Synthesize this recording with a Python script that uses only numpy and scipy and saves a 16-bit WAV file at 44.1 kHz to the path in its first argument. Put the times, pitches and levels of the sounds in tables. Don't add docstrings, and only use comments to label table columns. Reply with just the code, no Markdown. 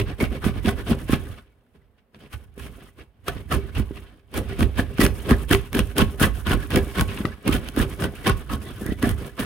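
import sys
import numpy as np
from scipy import signal
from scipy.fft import rfft, irfft, next_fast_len
from scipy.io import wavfile
from scipy.ndimage import uniform_filter1d

SR = 44100
rng = np.random.default_rng(int(sys.argv[2]) if len(sys.argv) > 2 else 0)


def bounce(signal):
    frames = np.transpose(np.atleast_2d(signal))
    limited = np.clip(frames, -1, 1)
    pcm = np.round(limited * 32767).astype(np.int16)
    wavfile.write(sys.argv[1], SR, pcm)


N = 416744


def gain_of(db):
    return 10 ** (np.asarray(db) / 20)


def read(points, hz):
    table_hz, value = np.transpose(points)
    return np.interp(np.log(hz + 1), np.log(table_hz + 1), value)


def through(x, taps):
    return signal.oaconvolve(x, np.atleast_2d(taps), axes=1)[:, :N]


def colour(points, size=4096):
    hz = abs(np.fft.fftfreq(size, 1 / SR))
    log_gain = np.log(gain_of(np.maximum(read(points, hz), -100)))
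    spectrum = np.exp(np.conj(signal.hilbert(log_gain)))
    taps = np.fft.ifft(spectrum).real[:size // 2]
    return taps / np.linalg.norm(taps)


def ring(modes, size=8192):
    t = np.arange(size) / SR
    taps = np.zeros(size)
    for hz, width_hz, db in modes:
        decay = np.exp(-np.pi * width_hz * t)
        taps += gain_of(db) * np.sqrt(width_hz) * decay * np.sin(2 * np.pi * hz * t)
    return taps / np.linalg.norm(taps)


def rings(modes, force, size):
    share = gain_of([db for hz, width_hz, db in modes])
    share = share / np.linalg.norm(share)
    return sum(through(force(hz), gain * ring([(hz, width_hz, 0)], size=size))
               for (hz, width_hz, db), gain in zip(modes, share))


def nearness(hz, favoured_hz, octaves):
    return np.exp(-.5 * (np.log2(hz / favoured_hz) / octaves) ** 2)


def drift(depth_db, knot_ms):
    knots = np.arange(0, N + SR, knot_ms * SR / 1000)
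    return gain_of(depth_db * np.interp(np.arange(N), knots, rng.standard_normal(len(knots))))


def grains(per_s, spread_db, smooth, clump_db, clump_ms):
    size = gain_of(spread_db * np.minimum(rng.exponential(1, N), 5))
    size = size * (rng.random(N) < per_s / SR)
    power = smooth + (1 - smooth) * size ** 2 / np.mean(size ** 2)
    size = np.sqrt(power) * drift(clump_db, clump_ms)
    return size / np.sqrt(np.mean(size ** 2)) * rng.standard_normal((2, N))


def blows(s, shapes):
    at = np.round(s * SR).astype(int)[:, None] + np.arange(shapes.shape[-1])

    def force(strength):
        out = np.zeros((2, N + shapes.shape[-1]))
        np.add.at(out, (slice(None), at), np.moveaxis(shapes * strength[:, None, None], 1, 0))
        return out
    return force


# hz, density_db (relative)
AIR_SPECTRUM = [(15, -26), (25, -6), (70, -6.5), (242, 1), (317, -14), (394, -2.5), (575, -9), (2410, -24),
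                (6380, -42), (14800, -33.5), (16000, -36.5)]
AIR_DB = -67.5


def still_air():
    return gain_of(AIR_DB) * through(rng.standard_normal((2, N)), colour(AIR_SPECTRUM))


# hz, t60_s
ROOM_DECAY = [(100, 0.17), (500, 0.29), (3000, 0.27), (10000, 0.22)]


def room(x):
    taps = np.zeros((2, SR // 2))
    at = np.arange(200, SR // 2 - 20, 20)
    at = at + rng.integers(0, 20, (2, len(at)))
    np.put_along_axis(taps, at, rng.choice([-1., 1.], at.shape), 1)
    hz, t, bands = signal.stft(taps, SR, nperseg=256)
    t60_s = np.maximum(read(ROOM_DECAY, hz), .05)[:, None]
    tail = signal.istft(bands * gain_of(-60 * t / t60_s), SR, nperseg=256)[1]
    return through(x, tail / np.linalg.norm(tail[0]))


# start_s, rub_db, rock_db (relative levels)
REST = [(0, -55, -34.5), (1.3, -49.5, -33), (1.46, -67.5, -60), (1.7, -74, -64), (1.8, -72, -58),
        (2.1, -86, -71), (2.16, -62, -62), (2.45, -68, -49), (2.9, -70, -53), (3.15, -72.5, -64),
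        (3.3, -60.5, -36), (4.0, -51, -42.5), (4.25, -69.5, -61), (4.4, -46.5, -35), (7.2, -66, -40),
        (7.42, -50.5, -52), (7.5, -44, -42), (9.2, -57.5, -38), (9.35, -52.5, -48)]


def effort(rest_db, *kinds):
    t = np.arange(0, N / SR + .01, .001)
    power = gain_of(2 * np.interp(t, np.transpose(REST)[0], rest_db))
    for start, end, first_db, last_db, (rise_db_per_s, fall_db_per_s) in kinds:
        for a, b, c, d in zip(start, end, first_db, last_db):
            level_db = np.interp(t, [a - 1, a, b, b + 1], [c - rise_db_per_s, c, d, d - fall_db_per_s])
            power = power + gain_of(2 * level_db)
    return np.interp(np.arange(N) / SR, t, np.sqrt(power))


# hz, width_hz, level_db
BENCH_MODES = [(39.6, 16, -8), (56.9, 2.7, 0.5), (71.3, 10.6, 8.5), (92.4, 22, 8.5)]
# bite_s, let_go_s, bite_tear_db, let_go_tear_db, push_re_tear_db,
# fine_hiss_re_tear_db, bench_rock_db, chatter_hz, chatter_lift_db
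SHOVES = [ (0.0, 0.005, -20.5, -30.5, 7, -13, -16, 1500, -1),
          (0.208, 0.249, -28.5, -35, 12, -9, -21.5, 2240, 20),
          (0.443, 0.482, -26, -29, 7.5, -11.5, -17, 1500, -6),
          (0.652, 0.694, -29, -22, 5.5, -13.5, -25, 1520, -5),
          (0.867, 0.915, -35.5, -22.5, 6.5, -15, -25.5, 1470, -6),
          (1.09, 1.137, -34, -22, 0.5, -14, -26.5, 1060, 9),
          (2.33, 2.334, -36.5, -36, 0, -9, -33, 1500, -1),
          (2.581, 2.671, -47, -44.5, 8.5, -7.5, -38.5, 2600, 7.5),
          (3.266, 3.287, -41, -29, 2, -11.5, -30, 1200, 0),
          (3.514, 3.548, -32, -28, 8.5, -8.5, -21.5, 1180, 14),
          (3.752, 3.797, -38, -32, 5, -13, -19.5, 1600, 8),
          (4.34, 4.379, -36.5, -26, 8, -11.5, -30, 1270, 4),
          (4.593, 4.625, -31, -26.5, 11, -13, -17.5, 3200, 1),
          (4.78, 4.794, -30.5, -23, 9, -11, -20.5, 1500, -8),
          (5.003, 5.041, -20.5, -15.5, 5.5, -8.5, -17, 1500, -28),
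          (5.293, 5.317, -26, -23.5, 8, -14, -17, 1810, 11),
          (5.51, 5.534, -21, -17, 3.5, -10.5, -14, 1507, -15),
          (5.748, 5.8, -27.5, -29, 10.5, -11.5, -18.5, 1890, 6),
          (5.979, 6.025, -24, -28, 12, -11, -18, 1070, 8.5),
          (6.203, 6.23, -28.5, -19.5, 6.5, -7.5, -21.5, 1630, 8.5),
          (6.233, 6.261, -23, -27.5, 9.5, -7.5, -20.5, 3030, 3),
          (6.466, 6.534, -31.5, -22, 5.5, -13.5, -19.5, 1480, 8),
          (6.707, 6.774, -33.5, -21.5, 9.5, -15, -18, 1492, 0),
          (6.976, 7.01, -28.5, -25, 8.5, -12.5, -17.5, 1070, 15.5),
          (7.253, 7.259, -38, -34.5, 10, -12, -32, 1300, 3),
          (7.475, 7.498, -26, -29.5, 13.5, -15, -23, 1260, 5.5),
          (7.527, 7.562, -24, -26, 6, -12.5, -22.5, 1497, 0),
          (7.773, 7.819, -29.5, -24.5, 9.5, -10, -20, 1395, 12),
          (7.999, 8.044, -34.5, -26.5, 10.5, -11, -25.5, 1600, 10),
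          (8.27, 8.298, -17.5, -24, 5.5, -15.5, -16.5, 1157, 16),
          (8.498, 8.538, -38, -31, 8, -10.5, -27, 1190, 20),
          (9.026, 9.111, -31.5, -33, 11, -9, -21, 1874, 16.5),
          (9.393, 9.448, -27.5, -33, 8, -12.5, -32.5, 1820, 6)]
# start_s, end_s, rub_db, push_re_rub_db, fine_hiss_re_rub_db
DRAGS = [ (0.077, 0.12, -37.5, 7, -22), (0.32, 0.37, -39, 11, -15), (0.556, 0.59, -41, 11.5, -17),
         (0.78, 0.808, -38.5, 11, -14.5), (0.994, 1.03, -43.5, 10, -9), (1.208, 1.328, -48, 6.5, -9),
         (1.379, 1.393, -45.5, 1, -17), (1.752, 1.757, -57, 7, -19), (1.985, 1.989, -62, -4.5, -22),
         (2.16, 2.15, -53, 14.5, -25), (2.211, 2.265, -50, 6, -16.5), (2.37, 2.445, -59, 10, -9),
         (2.707, 2.884, -51, 5.5, -11.5), (2.986, 3.021, -46.5, 7.5, -18.5), (3.32, 3.407, -44, 9, -13),
         (3.585, 3.7, -49, 10, -16), (3.952, 3.986, -45.5, 5.5, -15.5), (4.032, 4.102, -54.5, -8, -19),
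         (4.13, 4.2, -61, 5, -26), (4.497, 4.53, -39, 7.5, -17.5), (4.894, 4.934, -48.5, 12.5, -12),
         (5.153, 5.23, -44.5, 10.5, -6.5), (5.256, 5.278, -36.5, 9, -14), (5.365, 5.433, -42, 11.5, -9),
         (5.586, 5.67, -46, 6, -10), (5.853, 5.918, -45.5, 10, -7), (6.08, 6.147, -45, 15, -9),
         (6.356, 6.41, -41, 5.5, -8), (6.601, 6.651, -40, 10, -9), (6.82, 6.922, -40.5, 5.5, -10.5),
         (6.954, 6.968, -32, 5, -13), (7.086, 7.22, -36, 7.5, -12.5), (7.283, 7.343, -45.5, 8, -15),
         (7.64, 7.692, -42.5, 12, -9.5), (7.903, 7.932, -38.5, 7, -10), (8.153, 8.249, -45, 0, -8),
         (8.373, 8.422, -42, 5, -11), (8.623, 8.718, -43.5, 9, -9.5), (8.753, 8.83, -45.5, 3, -9),
         (8.815, 8.866, -46.5, 16.5, -3), (8.885, 8.924, -44.5, 17.5, -8), (8.989, 9.001, -46, 13.5, -10),
         (9.183, 9.278, -41.5, 10, -10)]
# (rise, fall) in dB per s around a stroke
CUT_ROCK, SLIDE_PUSH = (970, 243), (740, 570)
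SLIDE_ROCK_DB = -4.5


def bench():
    bite, go, _, _, _, _, rock_db, _, _ = np.transpose(SHOVES)
    start, end, rub_db = np.transpose(DRAGS)[:3]
    slide_db = rub_db + SLIDE_ROCK_DB
    rock = effort(np.transpose(REST)[2],
                  (bite, go, rock_db - 6.0, rock_db, CUT_ROCK),
                  (start, end, slide_db, slide_db, SLIDE_PUSH))
    force = grains(300, 1.3, 0.55, 2.3, 24.0) * rock
    return through(force, ring(BENCH_MODES, size=16384))


# hz, width_hz, level_db
BOARD_MODES = [(149.5, 17, -5), (175, 39, -8), (213.7, 24, -1), (246, 37, -1.5), (287.2, 55, 0),
               (326.7, 87, -4), (391.7, 19.4, 0.5), (478.6, 58, -7.5), (530, 210, -20.5)]
# start_s, level_db (relative), favoured_hz
THUDS = [(0.227, -8.5, 250), (0.316, -21.5, 244), (0.464, -9, 230), (0.65, -15, 255), (0.673, -6, 208),
         (0.895, -10, 228), (0.91, -6, 229), (1.095, -15.5, 277), (1.13, -7, 230), (2.575, -29, 480),
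         (3.282, -20, 390), (3.516, -14.5, 184), (3.538, -14, 145), (3.645, -28.5, 407),
         (3.798, -15.5, 210), (3.908, -21.5, 346), (4.612, -17, 248), (4.633, -14.5, 248), (4.791, -9, 248),
         (4.993, -8, 261.5), (5.033, -7.5, 288), (5.056, -17, 377), (5.295, -10, 225), (5.312, 0, 233),
         (5.509, -7, 290), (5.534, -8.5, 392), (5.757, -8.5, 262), (5.79, -8, 220), (5.987, -11, 241),
         (6.018, -4.5, 210), (6.214, -9.5, 268), (6.23, -17, 394), (6.466, -15, 200), (6.51, -10, 190),
         (6.541, -9, 176), (6.747, -10, 204), (6.765, -12, 221), (6.995, -9.5, 145.6), (7.204, -18.5, 210),
         (7.249, -15.5, 310), (7.49, -9.5, 295), (7.544, -11, 253.5), (7.773, -9.5, 275), (7.797, -12, 242),
         (8.282, -18, 230), (8.532, -20.5, 220), (8.817, -23.5, 199), (8.859, -22.5, 299),
         (8.889, -14.5, 197), (8.92, -17.5, 263), (9.033, -8, 287), (9.067, -11.5, 240),
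         (9.398, -18.5, 232)]


def thuds():
    s, db, favoured_hz = np.transpose(THUDS)
    force = blows(s, rng.choice([-1., 1.], (len(s), 2, 1)) * np.hanning(60))

    def board_force(hz):
        sign = rng.choice([-1., 1.], len(s))
        return force(sign * gain_of(db + 12.76 * nearness(hz, favoured_hz, 0.13) - 14.))
    knock = through(force(gain_of(db - 39.0)), np.hanning(70))
    bench_top = through(force(gain_of(db - 15.0)), ring(BENCH_MODES, size=16384))
    return rings(BOARD_MODES, board_force, size=8192) + bench_top + knock


SPLINTERS_PER_S = 70
SPLINTER_DB, SPLINTER_SPREAD_DB = 3, 10.5
SPLINTER_LOW_HZ, SPLINTER_HIGH_HZ, SPLINTER_CRACK_DB = (1000, 1840), (1800, 3500), (-24, -6.5)


def splinters():
    def pick(ends, u):
        return ends[0] + (ends[1] - ends[0]) * u

    rows = []
    for bite, go, bite_db, go_db, *_ in SHOVES:
        when, keep, size, low, high, crack = rng.random((12, 6)).T
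        s = bite + when * (go - bite)
        db = pick((bite_db, go_db), when) + SPLINTER_DB - SPLINTER_SPREAD_DB * size
        low_hz, high_hz = pick(SPLINTER_LOW_HZ, low), pick(SPLINTER_HIGH_HZ, high)
        candidates = np.transpose([s, db, low_hz, high_hz, pick(SPLINTER_CRACK_DB, crack)])
        kept = (keep * len(s) < SPLINTERS_PER_S * (go - bite)) & (s < (N - 1) / SR)
        rows += list(candidates[kept])
    return rows


# hz, width_hz, level_db
BLADE_MODES = [(724.3, 58, 5), (847, 43, 0.5), (1101, 35, 0.5), (1273, 134, 3.5), (1505, 102, 4),
               (1711, 140, 6.5), (1960, 82, -1), (2253, 100, -1), (2645, 610, 5.5), (3100, 250, -2.5),
               (3426, 97, -9.5), (4580, 900, -9)]
# hz, density_db (relative)
TEAR_SPECTRUM = [(300, -50), (600, -4.5), (1000, -2), (3000, -7), (4200, -17), (6000, -39.5), (8000, -17),
                 (10000, -36)]
# hz, density_db (relative)
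FINE_SPECTRUM = [(3240, -37.5), (5500, -10), (6600, -10.5), (7260, -9.5), (7840, -10), (9360, -2.5),
                 (12400, -7.5), (13200, -8), (15000, -9), (15500, -9.5), (16300, -10.5)]
# start_s, level_db (relative), low_favoured_hz, high_favoured_hz, crack_re_level_db
SNAPS = [(0.202, -23, 1200, 2220, -21), (0.24, -21.5, 1500, 2270, -20), (0.443, -22.5, 1490, 2900, -21),
         (0.686, -20, 1480, 3420, -19), (1.13, -20.5, 1048, 2190, -16), (2.146, -38.5, 1230, 2480, -25),
         (2.338, -32, 1570, 2820, -14), (2.579, -41, 800, 2070, -24), (3.282, -20, 1268, 3100, -6.5),
         (3.525, -21, 1150, 2300, -13), (3.542, -24, 1410, 1780, -16), (4.341, -32, 1240, 2500, -10),
         (4.377, -23.5, 1270, 2220, -5), (4.607, -20.5, 1270, 2070, -20), (4.629, -16.5, 1316, 3200, -16.5),
         (4.79, -31, 1490, 2190, -17), (4.984, -23.5, 1500, 2280, -21), (5.039, -25, 1340, 3120, -3),
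         (5.051, -16, 1932, 2540, -8), (5.064, -18.5, 1630, 2650, -6), (5.292, -22, 1310, 1907, -19),
         (5.309, -18.5, 1700, 1884, -13), (5.511, -13, 1710, 3220, -12), (5.533, -5, 1344, 3220, -28),
         (5.548, -9, 1180, 2240, -24), (5.73, -23.5, 1806, 2250, -8), (5.792, -18, 1430, 2700, -4),
         (5.967, -31, 1500, 2580, -8), (5.982, -12.5, 1527, 3110, -5.5), (6.017, -17, 1100, 3000, -12),
         (6.198, -19.5, 1370, 1800, -11), (6.23, -14, 1610, 3100, -9), (6.469, -21, 1400, 3100, -12),
         (6.518, -15, 1473, 2970, -20), (6.705, -26.5, 1310, 3460, -8.5), (6.759, -15.5, 1240, 2740, -6.5),
         (6.995, -19, 1714, 2740, -20), (7.01, -15.5, 1475, 3330, -6), (7.253, -18.5, 1283, 1980, -33),
         (7.478, -16, 1430, 2464, -11), (7.491, -24, 1256, 2390, -24), (7.687, -25.5, 1440, 3100, -8.5),
         (7.763, -23, 1050, 1830, -11), (7.8, -20.5, 1390, 1786, -17), (8.022, -22, 1463, 2850, -12),
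         (8.041, -18.5, 1490, 3756, -14), (8.269, -16, 1590, 3910, -9.5), (8.277, -14, 1080, 2410, -13),
         (8.296, -17.5, 1500, 1890, -10), (8.864, -28.5, 1900, 3280, -6), (9.027, -21, 1580, 1954, -6.5),
         (9.092, -25.5, 1697, 3110, -4)]


def snaps():
    s, db, low_hz, high_hz, crack_db = np.transpose(SNAPS + splinters())
    fade = np.exp(-np.arange(400) / SR / .0016)
    bursts = rng.standard_normal((len(s), 2, len(fade))) * fade
    burst_norm = np.linalg.norm(bursts, axis=2, keepdims=True)
    force = blows(s, bursts * np.linalg.norm(fade) / burst_norm)

    def blade_force(hz):
        lift_db = 20.5 * nearness(hz, low_hz, 0.051) + 20.5 * nearness(hz, high_hz, 0.062)
        return force(gain_of(db + lift_db - 10.0))
    blade = rings(BLADE_MODES, blade_force, size=2048)
    tear = through(force(gain_of(db - 9.5)), colour(TEAR_SPECTRUM))
    crack = through(force(gain_of(db + crack_db + 3.5)), colour(FINE_SPECTRUM))
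    return blade + tear + crack


# start_s, end_s, favoured_hz, lift_db
WHISTLES = [(.53, 0.555, 1280, 11), (6.6, 6.66, 1470, 10), (8.6, 8.7, 1480, 8.5), (8.65, 8.67, 3520, 19),
            (8.818, 8.847, 1730, 15.5), (8.865, 8.914, 1980, 23.5), (0.32, 0.36, 2260, 11),
            (6.36, 6.39, 1480, 4.5), (8.213, 8.23, 2000, 8), (8.876, 8.903, 3330, 14)]
CHATTER_LEAD_S, CHATTER_LINGER_S = 0.0064, 0.038


def chatter(hz):
    lift_db = np.zeros(N)
    for start, end, *_, favoured_hz, stroke_lift_db in SHOVES + WHISTLES:
        first = max(round((start - CHATTER_LEAD_S) * SR), 0)
        last = round((end + CHATTER_LINGER_S) * SR)
        lift_db[first:last] += stroke_lift_db * nearness(hz, favoured_hz, 0.11)
    return gain_of(uniform_filter1d(lift_db, size=500))


# (rise, fall) in dB per s around a stroke
CUT_TEAR, CUT_PUSH, CUT_FINE = (1440, 570), (1100, 292), (2430, 570)
SLIDE_TEAR, SLIDE_FINE = (630, 660), (360, 370)
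REST_PUSH_DB, REST_FINE_DB = 8.5, -13
CREEP_S, CREEP_DB, CREEP = 0.024, -17, (1500, 1200)


def strokes():
    bite, go, bite_db, go_db, cut_push, cut_fine = np.transpose(SHOVES)[:6]
    start, end, rub_db, slide_push, slide_fine = np.transpose(DRAGS)
    rest_db = np.transpose(REST)[1]

    def layer(cut, slide, rest, cut_slopes, slide_slopes):
        first_db, slide_db = bite_db + cut, rub_db + slide
        return effort(rest_db + rest,
                      (bite, go, first_db, go_db + cut, cut_slopes),
                      (bite - CREEP_S, bite, first_db + CREEP_DB, first_db + CREEP_DB / 2, CREEP),
                      (start, end, slide_db, slide_db, slide_slopes))

    tear = grains(900, 2.64, 0.84, 1.57, 5.) * layer(0, 0, 0, CUT_TEAR, SLIDE_TEAR)
    push = grains(600, 1.86, 0.61, 2.57, 13.0) * gain_of(-9.0)
    push = push * layer(cut_push, slide_push, REST_PUSH_DB, CUT_PUSH, SLIDE_PUSH)
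    fine = grains(2000, 2.7, 0.69, 3.4, 5.5) * gain_of([[-.6], [-1.5]])
    fine = fine * layer(cut_fine, slide_fine, REST_FINE_DB, CUT_FINE, SLIDE_FINE)

    def blade_force(hz):
        return tear * drift(7.23, 17.0) * chatter(hz) * gain_of(-10.0)

    def board_force(hz):
        return push * drift(2.0, 30.)
    blade = rings(BLADE_MODES, blade_force, size=2048)
    board = rings(BOARD_MODES, board_force, size=8192)
    between_modes = gain_of(-11.0) * through(tear, colour(TEAR_SPECTRUM))
    return blade + between_modes + board + through(fine, colour(FINE_SPECTRUM))


def scene():
    tool = strokes() + snaps() + thuds()
    return tool + gain_of(-16.0) * room(tool) + bench() + still_air()


# hz, side_re_mid_db
WIDTH = [(60, -3), (95, -7), (150, -14.5), (240, -14.5), (380, -16), (600, -4.5), (950, -4.5), (1500, -5.5),
         (2380, -3.5), (3770, -1.5), (5980, 0), (9470, -15), (15000, -11.5)]
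# hz, left_re_right_db
LEAN = [(60, -12.5), (110, -1.5), (200, -1.5), (380, 0.5), (700, -2.5), (1290, 1.5), (2380, -3.5),
        (4400, 0), (8120, 1), (15000, -0.5)]
EDGE_HZ = 16000


def record(dry):
    size = next_fast_len(N)
    hz = np.fft.rfftfreq(size, 1 / SR)
    mid, side = rfft(dry, size)
    lean = gain_of(read(LEAN, hz))
    along = (lean - 1) / (lean + 1)
    free = np.sqrt(np.maximum(gain_of(2 * read(WIDTH, hz)) - along ** 2, 1e-3))
    side = along * mid + side * free
    pair = irfft(np.array([mid + side, mid - side]), size)[:, :N]
    pair = signal.sosfilt(signal.butter(8, 39., "high", fs=SR, output="sos"), pair)
    pair = np.tanh(pair / .97) * .97
    band_limit = signal.firwin(511, EDGE_HZ, window=("kaiser", 9), fs=SR)
    return signal.oaconvolve(pair, band_limit[None], "same")


dry = scene()
out = record(dry)
bounce(out)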